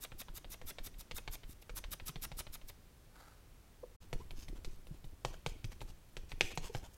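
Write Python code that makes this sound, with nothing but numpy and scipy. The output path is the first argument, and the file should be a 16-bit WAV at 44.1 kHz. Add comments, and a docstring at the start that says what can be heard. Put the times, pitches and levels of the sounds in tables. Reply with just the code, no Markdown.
"""A tiny sticky crackle, then quick soft pats: a damp makeup puff on a hollow mannequin head, close by
in a small quiet room. Each pat smacks, thumps the head and pushes air at the microphone.
On the forehead, threads of tacky cream crackle as the puff peels away. A finger brushes the hair
aside and the sound drops out for a moment. Then, on cheek and chin, the pats are firmer and drier,
with soft scuffs between them."""
import sys
import numpy as np
from scipy import signal
from scipy.fft import rfft, irfft
from scipy.io import wavfile
from scipy.ndimage import uniform_filter1d

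SR = 44100
rng = np.random.default_rng(int(sys.argv[2]) if len(sys.argv) > 2 else 0)


def wrap_up_sound(samples):
    """Save the sound to the file named by the first command line argument, as 16-bit audio."""
    columns = np.atleast_2d(samples).T
    # keep every value between -1 and 1, then stretch to whole-number steps
    tamed = np.clip(columns, -1, 1)
    steps = np.round(tamed * 32767).astype(np.int16)
    wavfile.write(sys.argv[1], SR, steps)


N = 307377
TIME = np.arange(N) / SR
DROPOUT_START_S, DROPOUT_END_S = 3.96, 4.007
GRIP_RIPPLE_DB = 5.5  # each grip on the puff colours the sound a little differently


def gain(db):
    """Turn decibels into a number to multiply by."""
    return 10 ** (np.asarray(db) / 20)


def add(out, start_s, sound):
    """Mix a sound in at the given time."""
    start = int(round(start_s * SR))
    sound = sound[max(-start, 0):N - start]
    start = max(start, 0)
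    out[start:start + len(sound)] += sound


def set_level(sound, db, seconds):
    """Scale a sound so that its energy, spread over the given time, has this average level."""
    return sound * gain(db) * np.sqrt(seconds * SR / (np.sum(sound ** 2) + 1e-18))


def colour(sound, points, ripple_db=0, size=2048, ripple_points=60):
    """Make each frequency louder or softer as a table says; ripple adds chance peaks and dips."""
    hz, db = np.transpose(points)
    freqs = np.fft.rfftfreq(size, 1 / SR)
    bumps = rng.uniform(-1, 1, ripple_points)
    ripple = np.interp(np.sqrt(freqs / freqs[-1]), np.linspace(0, 1, ripple_points), bumps)
    outline = np.interp(np.log(freqs + 1), np.log(hz), db) + ripple_db * ripple
    # build the filter so that it rings only after a click, never before
    cepstrum = irfft(np.log(gain(outline)))
    cepstrum[1:size // 2] *= 2
    cepstrum[size // 2 + 1:] = 0
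    return signal.fftconvolve(sound, irfft(np.exp(rfft(cepstrum))))


def clicks(count, per_second, spread_db):
    """Tiny clicks of uneven size at random moments."""
    present = rng.random(count) < per_second / SR
    signs = rng.choice([-1, 1], count)
    return present * signs * gain(spread_db * np.clip(rng.standard_normal(count), -2, 2))


# the hush of the room (frequency [Hz], level [dB])
HUSH_COLOUR = [(12, -22.5), (20, 4), (88, -8), (269, -19.5), (387, -21), (484, -23), (1060, -28.5),
               (5820, -36), (15900, -39)]
# air stirred by the hand (frequency [Hz], level [dB])
DRAUGHT_COLOUR = [(15, 12.5), (45, -7), (80, -5), (150, -19.5), (260, -22.5), (500, -28), (1500, -36),
                  (16000, -82)]


def background(swing_lag_s=0.04, half_swing_s=0.11):
    """The room's quiet hush, and a low flutter of air as the hand swings for each pat and scuff."""
    hush = set_level(colour(rng.standard_normal(N), HUSH_COLOUR, size=8192)[:N], 0, N / SR)
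    draught = set_level(colour(rng.standard_normal(N), DRAUGHT_COLOUR, size=8192)[:N], 0, N / SR)
    moves = [(at, pat_levels(at, pop, smack)["draught"]) for at, pop, smack, *_ in PATS]
    moves += [(at, spot_levels(at)[-1]) for at, *_ in SCUFFS]
    swings = np.zeros(N)
    for at, db in moves:
        swing = 1 - ((TIME - at - swing_lag_s) / half_swing_s) ** 2
        swings = np.maximum(swings, gain(db) * swing)
    hush_db = np.where(TIME < DROPOUT_END_S, -59, -59.5)
    return hush * gain(hush_db) + draught * swings


# the echo off the walls (frequency [Hz], time to fade by 60 dB [s], level [dB])
WALL_ECHO = [(147, 0.22, 10), (503, 0.31, -2), (1110, 0.43, -8.5), (3050, 0.6, -7), (7560, 0.28, 0.5),
             (12100, 0.093, 4), (16100, 0.12, -1.5)]


def room_echo(sound, echo_db=-11, build_s=0.00086):
    """Sound bounces off nearby walls in uneven clusters; the highest frequencies die first."""
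    hz, fade_s, db = np.transpose(WALL_ECHO)
    freqs, t, noise = signal.stft(rng.standard_normal(SR * 2 // 3), SR, nperseg=256)
    fade_s, db = (np.interp(np.log(freqs + 1), np.log(hz), column)[:, None] for column in (fade_s, db))
    clusters = uniform_filter1d(rng.standard_normal(noise.shape), size=5, axis=1)
    cluster_db = 12 * uniform_filter1d(clusters, size=3, axis=0)
    envelope = gain(db + cluster_db - 60 * t / fade_s) * (1 - np.exp(-t / build_s))
    tail = signal.istft(noise * envelope, SR)[1]
    return signal.fftconvolve(sound, set_level(tail, echo_db, 1 / SR))[:N]


# bubbles bursting in the puff's pores (frequency [Hz], level [dB])
FIZZ_COLOUR = [(1000, -31), (6000, -9.5), (10000, -8), (12000, -6), (13200, -12), (14500, -10),
               (16000, -19)]
# fingers squeeze the puff between pats (middle time [s], fizz level [dB])
FINGER_SQUEEZES = [(6.557, -59.5), (6.942, -64.5)]


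def sponge_fizz(pat_half_s=0.014, faint_db=-81.5, cheek_from_s=4, scuff_fizz_db=-9.5):
    """Tiny bubbles burst as the damp puff is squeezed, and faintly all the time from the cheek on."""
    faint = colour(clicks(N, per_second=90, spread_db=3.5), FIZZ_COLOUR, GRIP_RIPPLE_DB)[:N]
    out = set_level(faint, faint_db, N / SR) * (TIME > cheek_from_s)
    presses = [(at + pat_half_s / 2, pat_half_s, pat_levels(at, pop, smack)["fizz"])
               for at, pop, smack, *_ in PATS]
    presses += [(at, half_s, bright + scuff_fizz_db) for at, half_s, _, bright in SCUFFS]
    presses += [(at, pat_half_s, db) for at, db in FINGER_SQUEEZES]
    for at, half_s, db in presses:
        swell = np.hanning(int(2 * half_s * SR))
        bubbles = swell * clicks(len(swell), per_second=1100, spread_db=4)
        fizz = colour(bubbles, FIZZ_COLOUR, ripple_db=8.5, ripple_points=160)
        add(out, at - half_s, set_level(fizz, db, half_s))
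    return out


# rustling hair (frequency [Hz], level [dB])
HAIR_COLOUR = [(200, -20), (550, 0), (900, 0.5), (1500, -0.5), (2600, -15), (4200, -9), (8000, -18),
               (12500, -19), (16000, -28)]


def hair_stroke(middle_s=3.26, half_s=0.2, db=-63.5, catch_db=3):
    """Strands catch and slip under a finger in one soft stroke."""
    out = np.zeros(N)
    count = int(2 * half_s * SR)
    catches = gain(catch_db * signal.resample(rng.standard_normal(20), count))
    strands = np.hanning(count) * catches * clicks(count, per_second=1200, spread_db=5)
    add(out, middle_s - half_s, set_level(colour(strands, HAIR_COLOUR, GRIP_RIPPLE_DB), db, half_s))
    return out


# brief rubbery squeaks (middle time [s], half length [s], pitch [Hz], level [dB])
RUBBER_SQUEAKS = [(3.838, 0.014, 473, -46), (4.213, 0.025, 961, -59), (6.703, 0.014, 444, -47)]


def squeaks(glide=0.025, overtone_db=-17, waver=0.082):
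    """Rubber sticks and slips, making a wavering note that rises a little."""
    out = np.zeros(N)
    for at, half_s, hz, db in RUBBER_SQUEAKS:
        count = int(2 * half_s * SR)
        wobble = uniform_filter1d(rng.standard_normal(count), size=100) * 10
        pitch_hz = hz * (1 + glide * np.linspace(-1, 1, count) + waver * wobble)
        phase = 2 * np.pi * np.cumsum(pitch_hz) / SR
        tone = np.sin(phase) + gain(overtone_db) * np.sin(2 * phase)
        add(out, at - half_s, set_level(tone * np.hanning(count) ** 2, db, half_s))
    return out


# the puff rubs drier skin (middle time [s], half length [s], dull level [dB], bright level [dB])
SCUFFS = [(4.033, 0.034, -65.5, -68.5), (4.205, 0.035, -77, -69), (4.406, 0.068, -68.5, -58.5),
          (4.571, 0.034, -62, -69.5), (4.718, 0.077, -81, -70.5), (4.946, 0.055, -70, -75),
          (5.285, 0.036, -66, -60.5), (5.341, 0.023, -54, -65), (5.496, 0.032, -69, -58.5),
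          (5.724, 0.019, -55, -60.5), (5.896, 0.029, -63.5, -63), (6.307, 0.028, -66, -60.5),
          (6.461, 0.073, -68, -54), (6.517, 0.02, -50, -56), (6.656, 0.055, -52, -54.5),
          (6.764, 0.052, -57.5, -56.5), (6.851, 0.035, -56, -62.5)]
# the dull and bright parts of a scuff (frequency [Hz], level [dB])
DULL_COLOUR = [(120, -6), (350, -3), (600, -1), (950, -3), (1500, -9), (3000, -11.5), (16000, -30)]
BRIGHT_COLOUR = [(300, -12), (1500, -8.5), (2700, 2), (4300, -0.5), (7000, -0.5), (9000, -9), (11000, -26),
                 (16000, -26)]


def scuffs(trim_db=-2):
    """The sliding puff catches on the skin in many tiny clicks that swell and fade."""
    out = np.zeros(N)
    for at, half_s, dull, bright in SCUFFS:
        stroke = np.hanning(int(2 * half_s * SR))
        for points, db in ((DULL_COLOUR, dull), (BRIGHT_COLOUR, bright)):
            catches = stroke * clicks(len(stroke), per_second=1400, spread_db=5.5)
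            friction = colour(catches, points, GRIP_RIPPLE_DB)
            add(out, at - half_s, set_level(friction, db + trim_db, half_s))
    return out


# the puff lifts off the cream (let-go time [s], peel before it [s], crackle [dB], snap [dB])
CREAM_PEELS = [(0.0493, 0.048, -52, -51), (0.217, 0.039, -51.5, -55), (0.382, 0.045, -54, -61),
               (0.5427, 0.05, -54, -56), (0.707, 0.053, -52, -53.5), (0.8748, 0.049, -53.5, -60),
               (1.015, 0.036, -56, -66), (1.184, 0.043, -51, -51), (1.354, 0.05, -53, -57.5),
               (1.532, 0.065, -64, -81), (1.625, 0.013, -63, -64.5), (1.787, 0.039, -49, -58),
               (1.9393, 0.036, -47.5, -56.5), (2.0936, 0.041, -48.5, -54), (2.252, 0.041, -47.5, -55),
               (2.406, 0.04, -48.5, -51.5), (2.555, 0.036, -53.5, -58), (2.699, 0.028, -56.5, -58.5)]
# fine, medium and thick threads of cream breaking (frequency [Hz], level [dB])
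FINE_THREADS = [(1000, -24), (4000, -10), (7000, -9.5), (9800, -6.5), (12300, 1.5), (13500, -3),
                (16000, -10.5)]
MEDIUM_THREADS = [(300, -7), (1200, -20), (2200, -2), (3200, -7), (3750, 4.5), (4300, -7.5), (5000, 0.5),
                  (7500, -2.5), (9800, -5), (16000, -10.5)]
THICK_THREADS = [(150, 14), (400, -4), (800, 7.5), (1300, 14), (2500, -5), (5000, -3.5), (16000, -29)]


def cream_peels(fine_per_second=6000, usual_crackle_db=-51.5, bunch_db=1.5):
    """Threads of cream break as the puff lifts, the finest first; the last patch lets go with a snap."""
    out = np.zeros(N)
    for at, peel_s, crackle, snap in CREAM_PEELS:
        thick_db = -60 + 1.65 * (crackle - usual_crackle_db)  # tackier cream, louder thick threads
        lift = np.linspace(0, 1, int((peel_s + 0.0042) * SR))
        bunches = gain(bunch_db * signal.resample(rng.standard_normal(16), len(lift)))
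        threads = (FINE_THREADS, crackle), (MEDIUM_THREADS, crackle - 1), (THICK_THREADS, thick_db)
        for thickness, (points, db) in enumerate(threads):
            # thicker threads are fewer and hold longer
            tearing = lift ** (1.27 + 0.89 * thickness) * (1 - lift) ** 0.78 * bunches
            breaks = tearing * clicks(len(lift), fine_per_second / 2 ** thickness, spread_db=5)
            crackling = colour(breaks, points, GRIP_RIPPLE_DB, ripple_points=160)
            add(out, at - peel_s, set_level(crackling, db, peel_s))
        for points, db in ((SMACK_COLOUR, snap), (POP_COLOUR, snap - 3)):
            release = colour(contact(settle_db=0.5), points, GRIP_RIPPLE_DB)
            add(out, at, set_level(release, db, seconds=0.015))
    return out


# the notes of the head on its stand (pitch [Hz], time to fade by 60 dB [s], level [dB])
HEAD_NOTES = [(129.2, 0.058, 9.5), (171, 0.031, 0), (256, 0.023, 2.5)]


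def head_ring(push_s=0.0041, detune=0.097):
    """The hollow head rings after a soft push, tuned a little differently each time."""
    t = TIME[:SR // 4]
    ring = np.zeros(len(t))
    for hz, fade_s, db in HEAD_NOTES:
        pitch_hz = hz * (1 + detune * rng.standard_normal())
        ring += gain(db - 60 * t / fade_s) * np.sin(2 * np.pi * pitch_hz * t)
    return -ring * (1 - np.exp(-t / push_s))


# the head rocks on its stand as the hand lets go or presses on (time [s], level [dB])
HEAD_ROCKS = [(2.092, -48.5), (2.253, -59), (4.217, -58), (4.678, -67), (4.909, -46.5), (5.285, -59),
              (5.848, -59), (6.43, -50), (6.611, -57)]
# swirls of air behind a pat (frequency [Hz], level [dB])
SWIRL_COLOUR = [(20, 2), (75, 4), (130, -9.5), (220, -12.5), (350, -12), (700, -39), (16000, -96)]


def thumps(head_trim_db=-1, wave_db=-5, usual_wave_hz=20, wave_s=0.025, swirl_db=-13, swirl_s=0.038):
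    """Pats and rocking ring the head; each pat also pushes a slow, swirling air wave at the microphone."""
    out, t = np.zeros(N), TIME[:SR // 4]
    for at, pop, smack, _, thump, _ in PATS:
        add(out, at, set_level(head_ring(), thump + head_trim_db, seconds=0.03))
        air_db = pat_levels(at, pop, smack)["air"]
        sway = np.cos(2 * np.pi * usual_wave_hz * rng.uniform(0.6, 1.7) * t)
        wave = -t * np.exp(-t / wave_s) * sway
        add(out, at, set_level(wave, air_db + wave_db, seconds=0.06))
        crests = t * np.exp(-t / swirl_s) * np.minimum(sway, 0) ** 2
        swirls = colour(crests * clicks(len(t), per_second=700, spread_db=4.8), SWIRL_COLOUR)
        add(out, at, set_level(swirls, air_db + swirl_db, seconds=0.06))
    for at, db in HEAD_ROCKS:
        add(out, at, set_level(head_ring(), db + head_trim_db, seconds=0.03))
    return out


# a usual pat on the forehead, cheek, chin and beside the nose
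# (start time [s], settling against first touch [dB], pushed air [dB], fizz [dB], hand draught [dB])
FACE_SPOTS = [(0, 3, -41.5, -78, -63), (4, -1.5, -36.5, -65.5, -50.5), (4.8, -2, -40.5, -67, -56.5),
              (6.1, -1.5, -40.5, -69, -60)]


def spot_levels(at):
    """The four levels for the part of the face being patted at this time."""
    return [levels for start_s, *levels in FACE_SPOTS if start_s <= at][-1]


def pat_levels(at, pop_db, smack_db, usual_force_db=-57.5):
    """A harder pat lands flatter, so it settles less, moves more air and fizzes more."""
    settle, air, fizz, draught = spot_levels(at)
    harder_db = (pop_db + smack_db) / 2 - usual_force_db
    return dict(settle=settle - 0.32 * harder_db, air=air + 0.21 * harder_db,
                fizz=fizz + 0.36 * harder_db, draught=draught + 0.21 * harder_db)


def contact(settle_db, settle_s=0.006, usual_table_lag_s=0.00546, table_echo_db=-5, table_echo_s=0.00058):
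    """One sharp first touch; then the rest of the puff settles, and a faint echo off the table follows it."""
    t = TIME[:SR // 20]
    landing_s = usual_table_lag_s * rng.uniform(0.89, 1.33)
    table_echo = gain(table_echo_db) * np.exp(-((t - landing_s) / table_echo_s) ** 2)
    settling = (np.exp(-t / settle_s) + table_echo) * clicks(len(t), per_second=9000, spread_db=2.7)
    force = set_level(settling, settle_db, 1 / SR)
    force[0] -= 1  # the first touch
    return force


# the puff lands (time [s], pop [dB], smack [dB], tick [dB], head thump [dB], pop tuning [Hz])
PATS = [(0.1188, -57.5, -58, -77, -56.5, 786), (0.284, -56, -60.5, -78, -59, 810),
        (0.445, -56.5, -57.5, -85, -64, 590), (0.615, -54.5, -59.5, -71, -63, 674),
        (0.7849, -51, -50, -65, -66, 554), (0.941, -78, -66, -83, -66, 560),
        (1.1119, -52, -47, -59.5, -57, 684), (1.2772, -49, -48, -62, -52, 790),
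        (1.434, -62.5, -59.5, -85, -63, 620), (1.6948, -52, -54.5, -67, -64, 700),
        (1.8405, -55.5, -50, -63.5, -75, 710), (1.999, -58.5, -54, -84, -70, 840),
        (2.158, -54, -51.5, -67, -48.5, 640), (2.317, -54, -55, -67, -51.5, 674),
        (2.4676, -58.5, -57, -76, -55, 614), (2.6144, -66, -64, -85, -70, 564),
        (4.1296, -43.5, -47, -57.5, -45, 606), (4.3081, -58.5, -54, -76, -61, 510),
        (4.4833, -59.5, -57.5, -66, -56.5, 450), (4.647, -56.5, -53.5, -56.5, -66, 624),
        (4.87, -62, -64, -88, -76, 524), (5.0431, -63.5, -63.5, -76, -51, 550),
        (5.2496, -36.5, -42, -48, -45, 620), (5.463, -39.5, -40.5, -49, -42.5, 656),
        (5.6436, -55, -50, -56.5, -40, 480), (5.8066, -62, -57, -68, -59, 644),
        (5.8158, -49.5, -56, -61.5, -52, 620), (6.168, -52, -48.5, -57.5, -55.5, 600),
        (6.3186, -53.5, -49, -71, -59, 735), (6.4096, -34.5, -26.5, -39.5, -52, 593),
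        (6.5751, -40.5, -43.5, -48.5, -43.5, 580), (6.749, -43, -47.5, -61, -40.5, 600)]
# the hollow pop, damp smack and high tick of a pat (frequency [Hz], level [dB])
POP_COLOUR = [(150, -19), (290, -13.5), (400, 0), (590, -2.5), (800, -2.5), (1050, -7), (1600, -12.5),
              (4000, -35.5), (16000, -68)]
SMACK_COLOUR = [(200, -29.5), (1000, -10), (1500, -4.5), (2200, 1.5), (3000, -0.5), (3900, -2), (4700, -11),
                (7000, -26.5), (16000, -57)]
TICK_COLOUR = [(300, -45), (2500, -8.5), (4200, 9), (5000, 4), (6500, 0.5), (8200, -3.5), (9800, -18.5),
               (12000, -16), (16000, -54)]


def pats(tick_boost_db=3, tick_settle_db=6, usual_pop_hz=600):
    """Trapped air pops out, its pitch set by the pocket's size; the damp face smacks and ticks."""
    out = np.zeros(N)
    for at, pop, smack, tick, _, pop_hz in PATS:
        settle = pat_levels(at, pop, smack)["settle"]
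        tuned_pop = np.array(POP_COLOUR) * [pop_hz / usual_pop_hz, 1]
        parts = ((tuned_pop, pop, settle),
                 (SMACK_COLOUR, smack, settle),
                 (TICK_COLOUR, tick + tick_boost_db, settle + tick_settle_db))
        for points, db, settle_db in parts:
            hit = colour(contact(settle_db), points, GRIP_RIPPLE_DB / 2)
            add(out, at, set_level(hit, db, seconds=0.015))
    return out


def scene(peel_echo_db=-3, rustle_echo_db=-1):
    """Puff and head in the room; the pats carry furthest into it."""
    patting, peeling = pats(), cream_peels()
    rustling = scuffs() + hair_stroke() + sponge_fizz() + squeaks()
    echo = room_echo(patting + gain(peel_echo_db) * peeling + gain(rustle_echo_db) * rustling)
    return (patting + peeling + rustling + echo + thumps() + background())[None]


def record(dry, top_hz=15900):
    """The sound drops out for a moment just past halfway, and the highest treble is cut."""
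    sound_on = (TIME < DROPOUT_START_S) | (TIME > DROPOUT_END_S)
    smooth_switch = uniform_filter1d(sound_on.astype(float), size=500)
    treble_cut = signal.ellip(10, 0.2, 70, top_hz, fs=SR, output="sos")
    return signal.sosfilt(treble_cut, dry * smooth_switch)


dry = scene()
out = record(dry)
wrap_up_sound(out)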